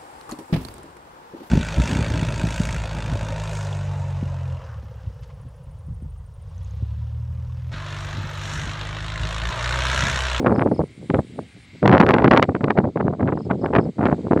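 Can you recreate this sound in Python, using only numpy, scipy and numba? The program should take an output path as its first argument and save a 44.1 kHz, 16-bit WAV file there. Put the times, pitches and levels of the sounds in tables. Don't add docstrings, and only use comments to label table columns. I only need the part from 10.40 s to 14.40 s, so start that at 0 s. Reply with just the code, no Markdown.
import sys
import numpy as np
from scipy import signal
from scipy.io import wavfile
from scipy.ndimage import uniform_filter1d, minimum_filter1d
from numba import njit

SR = 44100
rng = np.random.default_rng(int(sys.argv[2]) if len(sys.argv) > 2 else 0)


def voltage_ratio(level):
    return 10 ** (np.asarray(level, float) / 20)


def unload_wav(signal):
    wavfile.write(
        sys.argv[1],
        SR,
        np.round(np.clip(np.atleast_2d(signal).T, -1, 1) * 32767).astype(np.int16),
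    )


N = 176400
MIC_LOW_HZ = 101.4


@njit
def svf(x, hz, k):
    low, band, b, l = np.empty(len(x)), np.empty(len(x)), 0., 0.
    for i in range(len(x)):
        g = np.tan(np.pi * hz[i] / SR)
        v = (b + g * (x[i] - l)) / (1 + g * (g + k))
        low[i], band[i] = l + g * v, k * v
        b, l = 2 * v - b, l + 2 * g * v
    return low, band


def band(x, hz, k):
    hz = np.full(N, 1. * hz)
    return svf(svf(x, hz, k)[1], hz, k)[1]


def highpass(x, hz):
    return signal.sosfilt(signal.butter(2, hz, "high", fs=SR, output="sos"), x)


def curve(table):
    return np.interp(np.arange(N) / SR, *np.array(table).T)


def unit(x):
    return x / np.sqrt(np.mean(x ** 2))


def walk(rate):
    levels = rng.standard_normal(size=2000)
    hold = SR / rate
    ramps = np.interp(np.arange(N) / hold, np.arange(len(levels)), levels)
    return unit(uniform_filter1d(ramps, int(hold / 2)))


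def sweep(t, hz, fall_hz, length):
    u = np.clip(t / length, 0, 1)
    cycles = length * (hz * u - fall_hz * u ** 2.4 / 2.0)
    return np.sin(np.pi * u ** 0.65) * np.sin(2 * np.pi * cycles)


def airflow():
    # time in seconds, level in dB.
    breeze = [(0, -25.5), (.4, -27.5), (.53, -50.5), (.6, -37), (.92, -44.5), (1.02, -35), (1.11, -58),
              (1.17, -43.5), (1.28, -80), (1.35, -41.5), (1.4, -50), (1.45, -21), (2.0, -31.5), (2.1, -36),
              (2.47, -23.5), (2.52, -45), (2.6, -31), (4, -34)]
    # start in seconds, peak in dB, brightness in dB, length in
    # seconds.
    puffs = [(-0.003, -8, -17, 0.018), (0.042, -13, -24, 0.043), (0.063, -5.5, 12, 0.011),
             (0.088, -11.5, -24.5, 0.051), (0.12, -14.5, -29, 0.028), (0.153, -18, -3, 0.013),
             (0.181, -7, -25, 0.016), (0.21, -8.5, 24, 0.016), (0.26, -4.5, -33, 0.0045),
             (0.312, -8.5, -39.5, 0.029), (0.393, -5.5, -34.5, 0.02), (0.43, -10.5, -44, 0.0095),
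             (0.696, -10.5, -41, 0.022), (0.74, -8.5, -29.5, 0.026), (0.788, -0.5, -28.5, 0.0052),
             (0.987, -13.5, -37.5, 0.01),
             (1.425, -6.5, -36, 0.036), (1.457, 2, -8, 0.0086), (1.475, -2.5, 5, 0.013),
               (1.493, 0.5, -27, 0.017), (1.513, -2.5, 1, 0.016), (1.527, -4.5, 46, 0.026),
               (1.545, -5, -9, 0.016), (1.576, -6.5, -7, 0.0089), (1.6, 7.5, 6, 0.0025),
               (1.611, -2.5, 10, 0.011), (1.634, 2.5, -10, 0.003), (1.665, -1.5, 8, 0.0037),
               (1.684, 2, 17, 0.0052), (1.707, -3.5, 20, 0.0092), (1.737, -2, -7, 0.01),
               (1.763, -10.5, 5, 0.01), (1.784, -9, 19, 0.017), (1.812, -7, -22, 0.045),
               (1.841, -5.5, -17, 0.034), (1.871, 3, -20, 0.0044), (1.91, 1.5, 8, 0.011),
               (1.932, -2, 5, 0.014), (1.947, -4, 4, 0.016), (1.971, -3.5, 3, 0.02),
               (1.984, -6.5, -29, 0.026), (2.024, -4.5, 77, 0.012),
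             (2.086, -5.5, -38, 0.023), (2.148, -3.5, -8, 0.0045), (2.209, -8, -0.5, 0.0054),
               (2.238, 0.5, -22, 0.0043), (2.273, -6.5, -12, 0.0066), (2.302, -1.5, 16, 0.0031),
               (2.366, -12, -7, 0.038), (2.382, 0, -25, 0.0069), (2.439, -6, -14, 0.0099),
               (2.478, -8, -34, 0.0057), (2.56, -5, -30, 0.004), (2.573, -11.5, -16, 0.014),
               (2.601, -14, -12, 0.027), (2.643, -5, -38, 0.0056), (2.663, -6.5, -30, 0.012),
               (2.68, -5, -32, 0.018), (2.726, -18, -25, 0.024), (2.796, -14, -17, 0.028),
               (2.825, 0.5, -42, 0.013), (2.856, -6.5, -22.5, 0.013), (2.882, -9.5, -11, 0.013),
               (2.922, -7, -25, 0.0051), (2.974, -12.5, -19.5, 0.0057), (3.007, -12.5, -35, 0.008),
             (3.101, -9.5, -11, 0.017), (3.125, -5, -28, 0.0066), (3.212, -14.5, -37, 0.056),
               (3.238, -3.5, -15, 0.0061), (3.26, -23, -10, 0.042), (3.297, -15.5, -47, 0.036),
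               (3.331, -10, -7.5, 0.033), (3.351, -6, -12, 0.028), (3.383, -3, -28, 0.016),
               (3.426, -18, -37, 0.013), (3.451, -15, -30.5, 0.022), (3.49, -12, -56, 0.0071),
               (3.585, -12.5, -25, 0.033), (3.612, -16.5, -13, 0.021), (3.632, -7, -18, 0.013),
               (3.652, -6, -12, 0.016), (3.686, -7.5, -26, 0.0069), (3.712, -9.5, -19, 0.012),
               (3.726, -6.5, -22, 0.012), (3.845, -11.5, -53, 0.0064), (3.867, -13.5, -34, 0.011),
               (3.907, -6.5, -31, 0.031), (3.962, 0.5, -29.5, 0.0064), (3.99, -11, -15, 0.017)]
    attack_s, release_s, puff_db, breeze_db = 0.0038, 0.0073, -5.5, 4
    breeze_eddy_hz, eddy_hz, octaves_per_db = 338, 1660, .05
    lull_s, lull_db = 3.535, 25

    t = np.arange(N) / SR
    level = curve(breeze)
    lull = voltage_ratio(-2 * lull_db * np.exp(-((t - lull_s) / 0.035) ** 4))
    power = lull * voltage_ratio(2 * (level + breeze_db + 2.54 * walk(25.06)))
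    weighted_octave = power * (np.log2(breeze_eddy_hz) + 0.052 * (level + 30))
    for s, db, bright_db, length in puffs:
        span = slice(max(int((s - .01) * SR), 0), int((s + .15) * SR))
        u = t[span] - s
        rise = 1 / (1 + np.exp(-4 * u / attack_s))
        shape = rise / (1 + np.exp((u - length) / release_s)) ** 2
        puff = voltage_ratio(2 * (db + puff_db)) * shape
        octave = np.log2(eddy_hz * (0.72 + 0.98 * shape) ** 0.23) + octaves_per_db * min(bright_db, 3)
        power[span] += puff
        weighted_octave[span] += puff * octave
    return power, weighted_octave / power


def wind():
    flutter_db, flutter_rate, flutter_octaves_per_db = 2.5, 330, .13
    snap_rate, snap_db = 300, -8.5
    knee_hz = 260
    even, even_s = 0.5, .012

    power, octave = airflow()
    flutter = flutter_db * 2 * np.tanh(walk(flutter_rate) / 1.25)
    hz = np.clip(2 ** (octave + flutter_octaves_per_db * flutter), 60, 12000)
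    snaps = (rng.random(N) < snap_rate / SR) * rng.standard_normal(N)
    push = rng.standard_normal(N) + voltage_ratio(snap_db) * unit(snaps)
    air = signal.lfilter([1], [1, -np.exp(-2 * np.pi * knee_hz / SR)], push)
    air = svf(unit(air), hz, 1.44)[0]
    air = svf(air, hz * 2, 1.55)[0]
    air = svf(air, np.minimum(hz * 3.5, 15000), 1.2)[0]
    air = highpass(air, MIC_LOW_HZ)
    air = air / (uniform_filter1d(air ** 2, int(even_s * SR)) + 1e-4) ** (even / 2)
    return air * np.sqrt(power) * voltage_ratio(flutter)


def frogs():
    frog_hz, width_hz, level_db, swell_s, swell_db = 2150, 450, 6, 1.25, 5
    chorus = unit(band(rng.standard_normal(N), frog_hz, width_hz / frog_hz))
    swell = swell_db * np.exp(-((np.arange(N) / SR - swell_s) / 0.25) ** 2)
    return chorus * voltage_ratio(level_db + 2.0 * walk(26) + swell)


def meadow():
    # time in seconds, level in dB.
    ducking = [(0, -70), (1.4, -68), (2.1, -74), (2.8, -77), (3.5, -75), (3.7, -71.5), (4, -72.5)]
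    # frequency in Hz, level in dB per third octave.
    spectrum = [(70, 6.5), (170, 1.5), (600, -12.5), (1300, -9.5), (4300, -2.5), (5800, -14), (7700, -7),
                (9300, -14.5)]
    hiss_db, air_db = 21.5, 2.5

    hiss, swell = 0, walk(0.34)
    table_hz, table_db = np.array(spectrum).T
    for hz in 60 * 2 ** np.arange(0, 7.4, .25):
        db = np.interp(np.log(hz), np.log(table_hz), table_db) + swell + 1.5 * walk(2.7)
        hiss = hiss + voltage_ratio(db) * unit(band(rng.standard_normal(N), hz, .22))
    air = voltage_ratio(air_db) * unit(band(rng.standard_normal(N), 13500, .6))
    return voltage_ratio(curve(ducking)) * (voltage_ratio(hiss_db) * unit(hiss) + air + frogs())


def katydid():
    first_end_s, phrase_gap_s, phrase_s, stroke_rate = .039, .1109, .09, 142.5
    buzz_hz, fall_hz, level_db, swell_db = 9500, 1000, -57.5, 3
    t = np.arange(N) / SR
    back = (first_end_s - t) % phrase_gap_s
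    on = (back < phrase_s) & (t < first_end_s + 11 * phrase_gap_s)
    strokes = sweep(-back % (1 / stroke_rate), buzz_hz + 70 * walk(60), fall_hz, .75 / stroke_rate)
    return on * strokes * voltage_ratio(level_db - swell_db * back / phrase_s + 1.2 * walk(80))


def swing(v):
    return 3.08 * v / (1 + v ** 2) ** 2


def slaps():
    # time in seconds, peak in dB, rise in milliseconds.
    slap_rows = [(0.0632, -5.5, 0.31), (0.0693, -9.5, 0.31), (0.1243, -9.5, 0.46), (0.1613, -14.5, 0.38),
                 (0.1951, -11.5, 0.27), (0.2103, -13.5, 0.4), (0.2229, -6.5, 0.35), (0.2747, -15, 0.42),
                 (0.7021, -14.5, 0.22), (0.7454, -11.5, 0.25), (0.9912, -13.5, 0.57), (1.4294, -12, 0.33),
                 (1.4596, -14.5, 0.16), (1.478, -6.5, 0.14), (1.4954, -4.5, 0.29), (1.5157, -11, 0.2),
                 (1.5307, -4, 0.36), (1.5388, 8, 0.36), (1.5494, -7, 0.25), (1.5589, -2.5, 0.42),
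                 (1.5705, -3, 0.37), (1.5804, -7, 0.19), (1.6033, -5, 0.38), (1.6135, 4, 0.29),
                 (1.6273, -5, 0.31), (1.6658, -10.5, 0.18), (1.6905, 0, 0.22), (1.6979, -4.5, 0.33),
                 (1.7085, -4, 0.21), (1.7179, -20, 0.17), (1.7405, -4.5, 0.18), (1.768, -7.7, 0.54),
                 (1.785, -6.5, 0.24), (1.794, -8.5, 0.52), (1.822, -17, 0.22), (1.8448, -8.6, 0.19),
                 (1.8795, -5.5, 0.23), (1.9125, -17, 0.13), (1.9359, -3.5, 0.27), (1.9476, -2, 0.47),
                 (1.964, -8.5, 0.21), (1.975, 0, 0.19), (2.0275, 3, 0.17), (2.0348, -11, 0.2),
                 (2.094, -13, 0.4), (2.1515, -11, 0.29), (2.2426, -12.5, 0.18), (2.2835, -11, 0.37),
                  (2.3065, -5.5, 0.24), (2.3873, -3, 0.34), (2.574, -13.5, 0.35), (2.61, -20, 0.3),
                  (2.6806, -11, 0.4), (2.8299, -15.5, 0.38), (2.8763, -17.5, 0.27), (2.8835, -15.5, 0.39),
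                  (2.9244, -15, 0.35), (3.113, -12.5, 0.3), (3.2612, -13, 0.26), (3.3527, -4.5, 0.26),
                  (3.3632, -6, 0.23), (3.3716, -10, 0.4), (3.387, -10.5, 0.27), (3.6138, -18.5, 0.31),
                  (3.6299, -11.5, 0.38), (3.6562, -14, 0.19), (3.6687, -10, 0.28), (3.6872, -12, 0.42),
                  (3.6988, -15, 0.36), (3.7275, -8, 0.48), (3.9125, -5.5, 0.505), (3.922, -8.5, 0.41),
                  (3.9336, -1.5, 0.56), (3.976, -14.1, 0.34)]
    slap_db, rebound_db, rebound_rises = 0.5, -9, 4.52

    out, table = np.zeros(N), slap_rows
    chance = rng.random((len(table), 3))
    for (s, db, rise_ms), (sign, late, size) in zip(table, chance):
        span = slice(int((s - .02) * SR), int((s + .02) * SR))
        u = (np.arange(N)[span] / SR - s) / (rise_ms * 1e-3)
        rebound = swing((u - rebound_rises * (0.628 + late)) / 1.19) * voltage_ratio(rebound_db) * (.5 + size)
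        run_up = voltage_ratio(rebound_db) * late * swing(u + rebound_rises * (1 + size))
        out[span] += np.sign(sign - .5) * voltage_ratio(db + slap_db) * (swing(u) - rebound - run_up)
    return out


def cricket():
    # start in seconds, level in dB, number of syllables.
    chirps = [
        (.116, -51, 3),
        (.312, -52, 3),
        (2.954, -55.5, 4),
        (3.18, -55.5, 3),
        (3.376, -55, 3),
    ]
    syllable_s, sweep_s, song_hz, fall_hz, first_db = .0302, .024, 5350, 1200, -7

    t, out = np.arange(N) / SR, np.zeros(N)
    for s, db, count in chirps:
        for k in range(count):
            first = k == 0
            syllable = sweep(t - s - k * syllable_s, song_hz - 250 * first, fall_hz, sweep_s)
            out += voltage_ratio(db + first_db * first) * syllable
    decay = np.exp(-np.arange(1500) / (.012 * SR))
    echo = rng.standard_normal(1500) * decay * voltage_ratio(-27)
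    return out + signal.fftconvolve(out, echo)[:N]


def cracks():
    # time in seconds, level in dB.
    spits = [
        (1.614, -22),
        (1.666, -24),
        (1.709, -19),
        (1.951, -27),
        (1.975, -25),
        (2.027, -18),
    ]
    t = np.arange(N) / SR
    gate = sum(voltage_ratio(db) * np.exp(-((t - s) / .001) ** 2) for s, db in spits)
    return band(gate * rng.standard_normal(N), 12700, .36)


def scene():
    port_hz, port_width_hz, port_boost_db = 1850, 1700, -14.5
    port_side_db, treble_side_db = -14, -23.5
    mid = wind() + meadow() + katydid() + slaps() + cricket() + cracks()
    port = band(mid, port_hz, port_width_hz / port_hz)
    mid = mid + voltage_ratio(port_boost_db) * port
    side = voltage_ratio(port_side_db) * port + voltage_ratio(treble_side_db) * band(np.roll(mid, 40), 9000, .8)
    return np.array([mid + side, mid - side])


def top_cut(x):
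    return signal.sosfilt(signal.butter(12, 15800, fs=SR, output="sos"), x)


def record(dry):
    top_hz, limit, limit_s, clip, knee = 9700, 1.15, .002, 1.0, 8
    x = highpass(dry, 0.8 * MIC_LOW_HZ)
    dull = signal.sosfiltfilt(signal.butter(6, top_hz, fs=SR, output="sos"), x)
    x = .9 * dull + .1 * x
    gain = np.minimum(limit / (np.abs(x).max(axis=0) + 1e-9), 1)
    gain = minimum_filter1d(gain, int(limit_s * SR))
    x = x * uniform_filter1d(gain, int(limit_s * SR))
    x = x / (1 + np.abs(x / clip) ** knee) ** (1 / knee)
    return top_cut(x)


dry = scene()
out = record(dry)
unload_wav(out)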